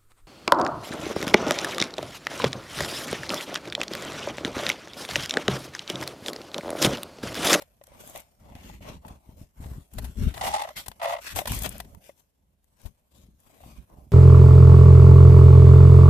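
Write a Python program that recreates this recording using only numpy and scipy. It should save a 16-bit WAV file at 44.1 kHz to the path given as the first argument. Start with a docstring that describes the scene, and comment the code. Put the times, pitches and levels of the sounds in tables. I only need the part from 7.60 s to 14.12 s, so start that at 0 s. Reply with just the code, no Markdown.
"""On a wooden feeder tray, on a still winter day, birds shuffle about right against a small camera.
Sliding barbs swish by friction over the case; pressed air buffets the microphone ports in throbbing pushes.
Bumps, clicks and knocks are brief contact forces; struck or scraped, the case rings in its modes.
Twice a foot skids by stick and slip, with a rough, stuttering squeak; faint air and hiss lie behind."""
import sys
import numpy as np
from scipy import signal
from scipy.fft import rfft, irfft
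from scipy.io import wavfile
from scipy.ndimage import uniform_filter1d

SR = 44100
rng = np.random.default_rng(int(sys.argv[2]) if len(sys.argv) > 2 else 0)


def wav_record(signal):
    """Record a signal, one row per channel, as 16-bit PCM in the file named by sys.argv[1]."""
    frames = np.transpose(np.atleast_2d(signal))
    bounded = np.clip(frames, -1, 1)
    # unit amplitude maps onto the largest positive 16-bit level
    quanta = np.round(bounded * 32767).astype(np.int16)
    wavfile.write(sys.argv[1], SR, quanta)


N = 287520
TIME = np.arange(N) / SR

# feathers sliding past: start_s, length_s, crest [share of length], level_db, low_edge_hz,
# fizz_over_swish_db, hollow_over_level_db, left_minus_right_db
SWISHES = [(0.0, 0.028, 0.21, -47, 1700, -11, -1, 7), (0.252, 0.18, .9, -61, 1850, -4, 6.5, 3.5),
           (0.382, 0.18, .6, -50, 1800, 6, -3, 2), (0.532, 0.095, .35, -48.5, 1720, -3, 3, 4),
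           (0.784, 0.21, .6, -65, 1760, -51, 10.5, 4.5), (0.939, 0.25, .7, -54, 1940, -8, 0, 2.5),
           (1.202, 0.17, .45, -49, 1980, -18, 3.5, 3), (1.412, 0.15, .45, -60, 1320, -8, 12.5, 2),
           (1.61, 0.15, .6, -69.5, 2000, 2, 5.5, 7), (1.752, 0.11, .5, -61.5, 2120, 5, 2.5, 6),
           (1.955, 0.28, .45, -56.5, 1860, 3, 4, 3), (2.304, 0.26, .5, -54.5, 1850, 0.5, -2, 2.5),
           (2.554, 0.18, .7, -46.5, 1850, -4.5, -6, 1.5), (2.742, 0.07, .6, -44.5, 1670, 0, -0.5, 5),
           (2.819, 0.1, .4, -32.5, 2060, -4.5, -5, 0), (2.906, 0.27, 0.064, -52.5, 2000, -7, -3, 1.5),
           (3.153, 0.068, 0.31, -33.5, 1875, 0, -9.5, 2), (3.417, 0.031, .5, -37, 2000, 3.5, -18.5, 2.5),
           (3.464, 0.081, .8, -46, 2600, 0.5, -6.5, 2.5), (3.599, 0.14, .9, -38.5, 1730, -4, -16.5, 2.5),
           (3.743, 0.088, .3, -32.5, 1818, 5, -2, 5), (3.855, 0.18, .35, -36, 2150, 3, -6.5, 3),
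           (4.028, 0.044, .75, -30.5, 1935, -3, -1, 9), (4.09, 0.13, .4, -50, 1820, -7, -6.5, 5),
           (4.408, 0.1, .8, -55.5, 2100, 3, -9, 7.5), (4.556, 0.057, .8, -63, 2320, 11, -6, 10),
           (5.155, 0.15, .65, -61.5, 2000, 4, 0.5, 8), (5.497, 0.19, .4, -64.5, 2940, -1, -4.5, 10.5),
           (5.786, 0.27, .8, -65, 2000, 3, 2.5, 7), (5.99, 0.23, .35, -59, 2200, -2, 2.5, 2.5),
           (6.272, 0.17, .3, -76.5, 1680, -4, 19, 2)]
# a movement starts quickly, arches to its crest and dies away: attack_s, ends_below_crest_db, release_s
SWISH_SHAPE = (0.021, 12.5, .02)
PUSH_SHAPE = (0.048, 9, 0.015)  # same columns
# a bird pressing air onto the ports: start_s, length_s, crest [share of length],
# level_db [before the throb], left_minus_right_db
PUSHES = [(0.005, 0.061, .5, -68, -9), (0.252, 0.14, .8, -58.5, -30), (0.412, .21, .3, -80.5, 6),
          (0.773, 0.64, 1, -46, 0), (1.427, 0.16, 0.6, -48.5, 0.5), (1.633, 0.23, .865, -50, 1.5),
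          (1.953, 0.26, 0.65, -39, 2.5), (2.316, 0.2, 0.61, -32, 5), (2.551, 0.15, 0.84, -20.5, 6.5),
          (2.706, 0.26, .6, -43.5, 9.5), (3.258, 0.047, .6, -40, 7), (3.394, 0.18, .5, -65.5, 1),
          (3.694, 0.12, .5, -38.5, 13), (3.846, 0.23, .35, -31, 3.5), (4.028, 0.27, .1, -41.5, 3),
          (4.296, 0.086, 1, -46, -12), (4.75, 0.31, .3, -68, -1), (5.231, 0.043, 0.72, -30, 24.5),
          (5.499, 0.29, .5, -55, 2), (5.981, 0.26, .4, -49.5, 4), (6.172, 0.03, .6, -30.5, -26),
          (6.283, 0.25, .6, -51.5, -4)]
# faint fidgeting between movements, with one still moment: time_s, level_db
FIDGET = [(0, -72), (1.2, -72.5), (1.9, -76), (2.9, -69), (4.3, -65.5), (4.72, -82.5), (5.0, -85),
          (5.12, -75.5), (5.4, -78), (6.5, -73)]
# soft bumps of a bird's body: time_s, relative_level_db
BUMPS = [(0.922, -39), (0.955, -33.5), (1.047, -40), (1.3, -31), (1.347, -36), (1.457, -36), (1.51, -31.5),
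         (1.693, -35), (1.816, -30.5), (2.004, -29), (2.061, -29.5), (2.117, -30), (2.184, -27),
         (2.376, -27.5), (2.437, -28), (2.622, -26.5), (2.656, -27), (2.672, -28.5), (3.734, -41.5),
         (3.912, -20), (3.973, -22.5), (4.022, -31), (4.139, -56), (4.214, -49), (5.688, -48),
         (6.064, -35.5), (6.108, -43), (6.163, -47), (6.341, -43.5), (6.387, -38.5), (6.427, -45),
         (6.47, -41.5)]
# claws and bills on seed, wood and case: start_s, level_db, contact_s,
# brightness_db [3.5 above the tilt applied from 8 kHz up], left_minus_right_db
CLICKS = [(0.0208, -37.5, 0.0028, -2.5, 1), (0.2372, -44.5, 0.0032, 3.5, 6), (0.269, -46.5, 0.0026, 5, -3),
          (0.475, -35.5, 0.0018, 24, 1), (0.498, -34.5, 0.001, 31, 7), (0.5595, -33, 0.0014, -6.5, 0),
          (0.5753, -32, 0.0014, 21, 1), (0.5997, -42, 0.0057, 11, 1), (0.9517, -45, 0.0029, -12, 2),
          (1.4659, -48, .0024, 12, 11), (1.4794, -46, 0.0074, -4.5, 4), (2.039, -49, 0.0066, -22, 5),
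          (2.335, -41, 0.0041, 12, 5), (2.383, -33, 0.0069, -3, 2), (2.4417, -39, 0.011, -3.5, 4.5),
          (2.739, -39.5, 0.011, -8.5, 5), (2.777, -34.5, 0.0031, -11.5, 1), (3.0012, -40, 0.0033, -17, 5.5),
          (3.021, -34, 0.0032, -2, -3), (3.0894, -37.5, 0.002, -16, -7), (3.26, -40, 0.0072, -5.5, 5.5),
          (3.2818, -24.5, 0.0028, 7, 11), (3.315, -41.5, 0.0036, -12, 3.5),
          (3.6486, -41.5, 0.0012, -9, 19.5), (3.759, -26, .0069, 0.5, 4.5),
          (3.7879, -24, 0.0046, -10, 17.5), (3.8555, -31, .0039, -11.5, -1.5),
          (3.8723, -25, 0.0075, -2, 2.5), (3.918, -23, 0.0032, 0.5, 1), (3.945, -28.5, .0063, 19.5, 22),
          (3.9882, -27, 0.0042, 14.5, 5.5), (4.0197, -25.5, .005, 10, 13.5),
          (4.0343, -23.5, .0027, 12, 6.5), (4.0573, -26.5, 0.0059, -5.5, 10.5),
          (4.0914, -26, 0.0026, 21, 7.5), (4.1069, -38.5, 0.0012, 10, 12),
          (4.1223, -40.5, 0.0047, 10.5, 17.5), (4.181, -35, .0017, 8.5, 11.5),
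          (4.2008, -30.5, 0.0044, -5.5, 7.5), (4.2458, -53.5, 0.0065, -8, 6), (4.3481, -45, 0.0012, 3, 13),
          (5.0426, -55, .0014, 9.5, 11), (5.216, -48, 0.0014, 5, 16), (5.2534, -47, 0.015, -3, 8),
          (5.8015, -54.5, 0.0029, 19, 14)]
# feet knocking on the case: start_s, level_db, nominal_hz [the ring sags from 0.99 to 0.86 of it]
KNOCKS = [(0.02, -37, 624), (0.213, -40, 630), (0.278, -48.5, 590), (0.318, -44.5, 610), (0.437, -42, 650),
          (0.551, -32, 670), (0.567, -37, 765), (1.097, -38, 925), (1.208, -43.5, 635), (1.449, -34.5, 970),
          (2.385, -34, 690), (2.774, -32, 710), (3.281, -38.5, 859), (3.317, -64, 790), (3.763, -27.5, 746),
          (3.789, -21.5, 793), (3.817, -26.5, 660), (3.855, -28, 657), (4.02, -36, 820), (4.063, -30, 800),
          (4.154, -36.5, 654), (4.201, -34, 753), (4.347, -44.5, 1030), (4.493, -34.5, 626),
          (5.252, -44.5, 695), (5.9, -54, 740), (6.005, -44.5, 690), (6.036, -40.5, 824)]
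# the two skids of a foot, a curve each: time_s, relative_force_db, squeak_hz
SKID_CURVES = [
    [(2.813, -31.5, 800.4), (2.835, -32.5, 734.2), (2.845, -30.5, 738), (2.917, -35, 811),
     (2.951, -27, 832.6), (2.987, -37.5, 822.6), (3.02, -31, 820)],
    [(3.42, -32.5, 672), (3.534, -29, 681), (3.54, -34, 692)],
]
# short catches of the foot before and after a skid: time_s, force_db, squeak_hz
CATCHES = [(3.039, -33.5, 816.6), (3.05, -33, 649), (3.075, -38.5, 692), (3.09, -38, 780),
           (3.105, -43.5, 600), (3.401, -38.5, 718.8), (3.55, -32, 656.6), (3.567, -32, 666.4),
           (3.588, -36, 695)]
# upper modes of the case: frequency_hz, bandwidth_hz, relative_level_db
CASE_MODES = [(1040, 180, 12), (1164, 230, -1), (1860, 570, -10), (1975, 75, 8.5), (2124, 83, 6),
              (2495, 260, 2), (2880, 210, -13.5), (2700, 160, 0), (2990, 450, 1), (3486, 120, -6),
              (4700, 1400, -11.5)]

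# relative spectra: frequency_hz, level_db
FEATHER_SPECTRUM = [(240, -34), (400, -10.5), (630, -4), (734, -4), (816, 13.5), (1390, 2.5), (1820, -4.5),
                    (2320, -5.5), (3290, -9), (4810, -15), (5430, -13.5), (7470, -9.5), (10100, -9),
                    (12300, -4), (15000, -5.5)]  # barbs sliding
HOLLOW_SPECTRUM = [(250, -1.5), (450, -5.0), (580, 2.5), (750, -1.5), (1080, -3.5), (1350, -19.5), (2000, -31.5)]
HEAVY_PUSH_SPECTRUM = [(11, -47), (18, -14), (43, -2), (58, 8.5), (70, -3), (85, -10), (113, -9.5),
                       (147, -20.5), (206, -12.5), (252, -18), (315, -34), (410, -24), (481, -44.5),
                       (600, -35.5), (780, -60), (1320, -120)]  # heavy pressure on the ports
LIGHT_PUSH_SPECTRUM = [(11, -38), (18, -17), (43, 5.5), (60, 11.5), (97, 2), (140, -2.5), (200, -2.5),
                       (265, -8), (320, -17.5), (420, -17.5), (600, -37.5), (800, -43.5), (1300, -96.5)]  # light brushing of the ports
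CLICK_SPECTRUM = [(300, -6.5), (700, 2), (1400, -0.5), (2200, -3), (3500, 3), (5500, -0.5), (8000, 4),
                  (12000, 5), (15000, 6)]  # scratch of one contact
SKID_SPECTRUM = [(300, -14), (560, 5.5), (650, 0), (740, -7.5), (850, 3), (1000, 4), (1500, -12.5),
                 (2000, -8), (5000, -8)]  # squeaking tone
GRIT_SPECTRUM = [(500, -36), (900, 2.5), (2000, -26), (3500, 15.5), (5500, 11.5), (8000, 9), (11000, 8),
                 (15000, -13)]  # fine cracks under the foot
HUSH_SPECTRUM = [(12, -38.5), (20, -12), (45, -9), (66, -4), (82, -3), (135, -26), (278, -20), (377, -19.5),
                 (713, -22), (1080, -34), (1460, -31.5), (3010, -33.5), (6180, -38.5), (13800, -35.5),
                 (15000, -53.5)]  # open air and microphone hiss
BASS_ROLLOFF = [(10, -19), (25, -2.5), (42, -1)]
TREBLE_ROLLOFF = [(14600, 0), (15000, -14), (15600, -27), (16300, -33)]


def feathers(grain_db=-1.5, flutter_db=2.0, snaps_per_s=260, snap_db=-9, patch_db=3.0):
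    """Dry friction: barbs slide and catch in a grainy swish over the hollow resonance of the case."""
    catch = amp(grain_db * wander(420) + flutter_db * wander(28))
    snap_sizes = amp(4.9 * np.minimum(rng.exponential(1, (2, N)), 3))
    snaps = (rng.random((2, N)) < snaps_per_s / SR) * snap_sizes * rng.choice([-1, 1], (2, N))
    barbs = colour(unit(pair(0) * catch) + amp(snap_db) * unit(snaps), FEATHER_SPECTRUM)
    fizz = unit(band(barbs, 4600, 14000))
    hollow = unit(colour(pair(0.35) * catch, HOLLOW_SPECTRUM))

    fidget_swish = amp(-7.5) * unit(band(barbs, 1900, 6000))
    out = amp(curves(FIDGET)[0]) * (fizz + fidget_swish + amp(1.5) * hollow)
    for start, length, crest, db, low_hz, fizz_db, hollow_db, side in SWISHES:
        gain = stroke(start, length, crest, *SWISH_SHAPE)
        span = np.flatnonzero(gain)
        swish_share = 1 / (1 + amp(fizz_db) ** 2)  # of the power
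        swish = unit(band(barbs[:, span], low_hz, 5500, order=8)) * np.sqrt(swish_share)
        swish += fizz[:, span] * np.sqrt(1 - swish_share)
        out[:, span] += (swish + amp(hollow_db) * hollow[:, span]) * gain[span] * amp(db) * pan(side)
    return shaded(out, patch_db)


def shaded(x, patch_db):
    """Shifting transmission: narrow gaps open and close between feathers, so bands come and go."""
    hz, t, z = signal.stft(x, SR, nperseg=512, noverlap=384)
    patches = uniform_filter1d(rng.standard_normal((len(t), len(hz))), size=36, axis=0)
    patches = uniform_filter1d(patches, size=4, axis=1)
    gains = unit(amp(patch_db * unit(patches).T))
    return signal.istft(z * gains, SR, nperseg=512, noverlap=384)[1][:, :N]


def stroke(start, length, crest, attack_s, arch_db, release_s):
    """Envelope of one movement: a linear attack, an arch in dB through the crest, an exponential release."""
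    gain = np.zeros(N)
    span = slice(max(int(start * SR), 0), int((start + length + 8 * release_s) * SR))
    t = TIME[span] - start
    crest = np.clip(crest, 0.05, 0.95)
    from_crest = np.interp(t / length, [0, crest, 1], [-1, 0, 1])
    attack = np.clip(t / attack_s, 0, 1)
    release = np.exp(-np.maximum(t - length, 0) / release_s)
    gain[span] = attack * amp(-arch_db * from_crest ** 2) * release
    return gain


def buffeting(level, side, likeness=0.94, steadiness=0.8, heavy_db=-36):
    """Pressure on the ports: light brushing flutters up to 300 Hz, a heavy push sways the case near 60 Hz."""
    heavy_share = 1 / (1 + amp(14.0 * (heavy_db - level)))
    heavy = unit(colour(pair(likeness), HEAVY_PUSH_SPECTRUM))
    light = unit(colour(pair(likeness), LIGHT_PUSH_SPECTRUM))
    push = heavy * np.sqrt(heavy_share) + light * np.sqrt(1 - heavy_share)
    # dividing by the smoothed strength evens out most of the chance swells
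    strength = uniform_filter1d(np.mean(push ** 2, 0), size=1100)
    strength = uniform_filter1d(strength, size=500) + 1e-6
    return unit(push / strength ** (steadiness / 2)) * amp(level) * pan(side)


def pressure(throb_hz=20, throb_db=2.5, fidget_push_db=5):
    """Superposed powers of throbbing pushes and fidgeting give the level and side (both dB) at the ports."""
    power = np.ones((2, 1)) * amp(curves(FIDGET)[0] + fidget_push_db) ** 2
    for start, length, crest, db, side in PUSHES:
        gain = stroke(start, length, crest, *PUSH_SHAPE)
        span = np.flatnonzero(gain)
        # a pushing bird also shakes, in step with the crest of its push
        throb = np.cos(2 * np.pi * throb_hz * (TIME[span] - start - crest * length))
        power[:, span] += (amp(db + throb_db * throb) * gain[span] * pan(side)) ** 2
    return 10 * np.log10(power.mean(0)), 10 * np.log10(power[0] / power[1])


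def bumps(side, light_s=0.0012, heavy_s=0.0018, after_hz=60, after_s=0.011, gain_db=1.5,
          thud_hz=230, thud_s=0.0035, thud_db=-11):
    """Impulse and recoil: a push, a dull thud and a low swing back where the bird leans; heavy ones last longer."""
    out = np.zeros((2, N))
    t = np.arange(-SR // 80, SR // 12) / SR
    since = np.maximum(t, 0)
    swing = 0.13 * np.sin(2 * np.pi * after_hz * since) * np.exp(-since / after_s)
    thud = amp(thud_db) * np.sin(2 * np.pi * thud_hz * since) * np.exp(-since / thud_s)
    for s, db in BUMPS:
        u = t / np.interp(db, [-36, -22], [light_s, heavy_s])
        push = (1 - 0.38 * u ** 2) * np.exp(-u ** 2 / 2)
        add(out, s + t[0], amp(db + gain_db) * (push - swing - thud))
    return out * pan(side)


def clicks(tail_db=-19, scatter_s=0.016, ring_db=-10):
    """Brief contact: each tiny scratch is a burst of crackle with a short scatter off the tray."""
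    out = np.zeros((2, N))
    t = np.arange(2048) / SR
    for s, db, contact_s, bright, side in CLICKS:
        u = t / contact_s
        scatter = amp(tail_db) * np.exp(-t / scatter_s) * np.minimum(u, 1)
        shape = 2.24 * u * np.exp(1 - 2.1 * u) + scatter
        crackle = colour(pair(0, size=len(t)), CLICK_SPECTRUM)
        crackle = colour(crackle, [(3500, 0.0037), (8000, bright - 3.5)])
        add(out, s, amp(db) * pan(side) * unit(crackle * shape) * np.sqrt(np.mean(shape ** 2)))
    return out + amp(ring_db) * case(out)


def knocks(rise_s=0.00022, decay_s=0.0053, clack_db=-13, clack_s=0.0046):
    """A loaded resonator: the foot sets the pitch of the main mode, under a brief clack of upper modes."""
    main, blow = np.zeros((2, N)), np.zeros((2, N))
    t = np.arange(SR // 12) / SR
    shape = (1 - np.exp(-t / rise_s)) ** 2 * np.exp(-t / decay_s)
    shape /= shape.max()
    for s, db, hz in KNOCKS:
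        # the pitch sags as the pressure of the blow eases
        turns = hz * (0.86 * t + 0.0008 * (1 - np.exp(-t / 0.0063)))
        add(main, s, amp(db) * shape * np.sin(2 * np.pi * turns))
        add(blow, s + 0.001, amp(db + clack_db) * np.exp(-t / clack_s) * pair(0, size=len(t)))
    return main * pan(4.5) + case(blow)


def skids(jitter=0.097, chatter_db=-11, upper_db=-9, edge_db=-18, rasp_db=-7, rasp_growth=0.22,
          grit_db=-15, grit_growth=5):
    """Stick and slip: slips swell the main mode; a higher pitch stands for a firmer, more rasping grip."""
    force, hz = slipping()
    grip = np.minimum(hz / 720, 1.12)
    phase = 2 * np.pi * np.cumsum(hz * (1 + jitter * wander(330))) / SR
    tone = np.sqrt(2) * (np.sin(phase) + amp(edge_db) * np.sin(3 * phase)) * amp(wander(250))
    # the rest of the case chatters around the squeak; a firm grip damps the upper chatter
    chatter = amp(chatter_db) * unit(band(pair(0.79), 670, 790, order=12))
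    upper = amp(upper_db) * unit(band(pair(0.17), 750, 1200, order=12)) / grip ** 2
    low_cut = signal.butter(N=14, Wn=550, btype="high", fs=SR, output="sos")
    squeak = signal.sosfilt(low_cut, (colour(tone, SKID_SPECTRUM) + chatter + upper) * force)
    # the foot breaks loose once a cycle, with a tiny crack
    breaking = 0.17 + np.exp(3 * (np.cos(phase) - 1))
    cracks = unit(pair(0.034) * breaking * amp(0.22 * wander(150)))
    rasp = signal.sosfilt(low_cut, case(cracks * force * grip ** rasp_growth)) * amp(rasp_db)
    grit = unit(colour(cracks, GRIT_SPECTRUM)) * force * grip ** grit_growth * amp(grit_db)
    return squeak * pan(1.3) + (rasp + grit) * pan(0.72)


def slipping(rise_s=0.0038, fall_s=0.0051):
    """Dominance of the strongest slip sets the force of a skid; power weighting glides its pitch between slips."""
    s, db, hz = slips().T
    span = (TIME > s.min() - 0.03) & (TIME < s.max() + 0.05)
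    t = TIME[span] - s[:, None]
    shape = np.where(t < 0, np.exp(-(t / rise_s) ** 4 / 2), 1 / np.cosh(t / fall_s))
    swells = amp(db)[:, None] * shape
    weights = swells ** 2 + 1e-18
    force, pitch = np.zeros(N), np.full(N, hz[0])
    force[span] = swells.max(0)
    pitch[span] = hz @ weights / weights.sum(0)
    return force, pitch


def slips(count=48, per_s=78, timing=0.12, spread_db=1.8, peak_db=5):
    """Relaxation at a nearly even rate: rows of time_s, force_db, squeak_hz, each slip a little different."""
    rows = [np.array(CATCHES)]
    for skid in SKID_CURVES:
        s, db, hz = np.transpose(skid)
        shift, stronger = rng.standard_normal((count, 2)).T
        at = s[0] + (np.arange(count) + timing * shift) / per_s
        force_db = np.interp(at, s, db) + peak_db + spread_db * stronger
        skid_rows = np.transpose([at, force_db, np.interp(at, s, hz)])
        rows.append(skid_rows[at < s[-1]])
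    return np.vstack(rows)


def case(x):
    """Modal resonance: the upper modes of the case ring with whatever scrapes or strikes it."""
    t = np.arange(SR // 30) / SR
    ring = np.zeros(len(t))
    for hz, width_hz, db in CASE_MODES:
        decay = np.exp(-np.pi * width_hz * t)
        ring += amp(db) * np.sqrt(width_hz) * decay * np.sin(2 * np.pi * hz * t)
    return signal.oaconvolve(x, ring[None] / np.linalg.norm(ring), axes=1)[:, :N]


def ports(x, hz=1020, sharpness=2.4):
    """Opposed phase: near 1 kHz the case rocks from side to side, so the two ports move against each other."""
    b, a = signal.iirpeak(hz, sharpness, fs=SR)
    return np.array([x[0], x[1] - 2 * signal.lfilter(b, a, x[1])])


def hush(level_db=-75.5):
    """Stationary noise: faint open air and microphone hiss."""
    return unit(colour(pair(0.1), HUSH_SPECTRUM)) * amp(level_db)


def amp(db):
    """Decibel law: amplitude ratio of a level."""
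    return 10 ** (np.asarray(db) / 20)


def unit(x):
    """Normalisation to an rms of 1."""
    return x / np.sqrt(np.mean(x ** 2) + 1e-20)


def curves(rows):
    """Linear interpolation of each column after the first over the samples."""
    s, *columns = np.transpose(rows)
    return [np.interp(TIME, s, c) for c in columns]


def pan(db):
    """Constant power: left and right gains for a left-minus-right level."""
    g = amp(np.array([[0.5], [-0.5]]) * db)
    return g / np.sqrt(np.mean(g ** 2, 0))


def add(mix, s, sound):
    """Superposition of a sound onto the mix from a given second."""
    part = mix[:, max(round(s * SR), 0):][:, :sound.shape[-1]]
    part += sound[..., :part.shape[1]]


def colour(x, points):
    """Linear filtering by a spectrum of frequency_hz, level_db points."""
    hz, db = np.transpose(points)
    f = np.fft.rfftfreq(x.shape[-1], 1 / SR)
    return irfft(rfft(x) * amp(np.interp(np.log(f + 1), np.log(hz + 1), db)), x.shape[-1])


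def band(x, lo_hz, hi_hz, order=6):
    """Band-pass filtering with smooth edges."""
    f = np.fft.rfftfreq(x.shape[-1], 1 / SR) + 1
    loss = np.sqrt((1 + (lo_hz / f) ** order) * (1 + (f / hi_hz) ** order))
    return irfft(rfft(x) / loss, x.shape[-1])


def wander(hz):
    """Band-limited chance: a smooth random curve of rms 1, up to a rate."""
    return unit(band(rng.standard_normal(N), hz / 20, hz))


def pair(likeness, size=N):
    """Partial coherence: noise at the two ports, partly shared."""
    a, b = rng.standard_normal((2, size))
    c = np.clip(likeness, -1, 1)
    return np.array([a, c * a + np.sqrt(1 - c * c) * b])


def scene():
    """Superposition of everything that touches the case, over the quiet outdoors."""
    level, side = pressure()
    touching = ports(feathers() + clicks() + knocks() + skids())
    return touching + buffeting(level, side) + bumps(side) + hush()


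def record(dry):
    """Band limitation: the microphone rolls off in the deepest bass and steeply at the top."""
    body = colour(dry, BASS_ROLLOFF)
    top = colour(body, TREBLE_ROLLOFF)
    low_pass = signal.firwin(511, 16400, window=("kaiser", 9), fs=SR)
    return signal.oaconvolve(top, low_pass[None], "same")


dry = scene()
out = record(dry)
wav_record(out)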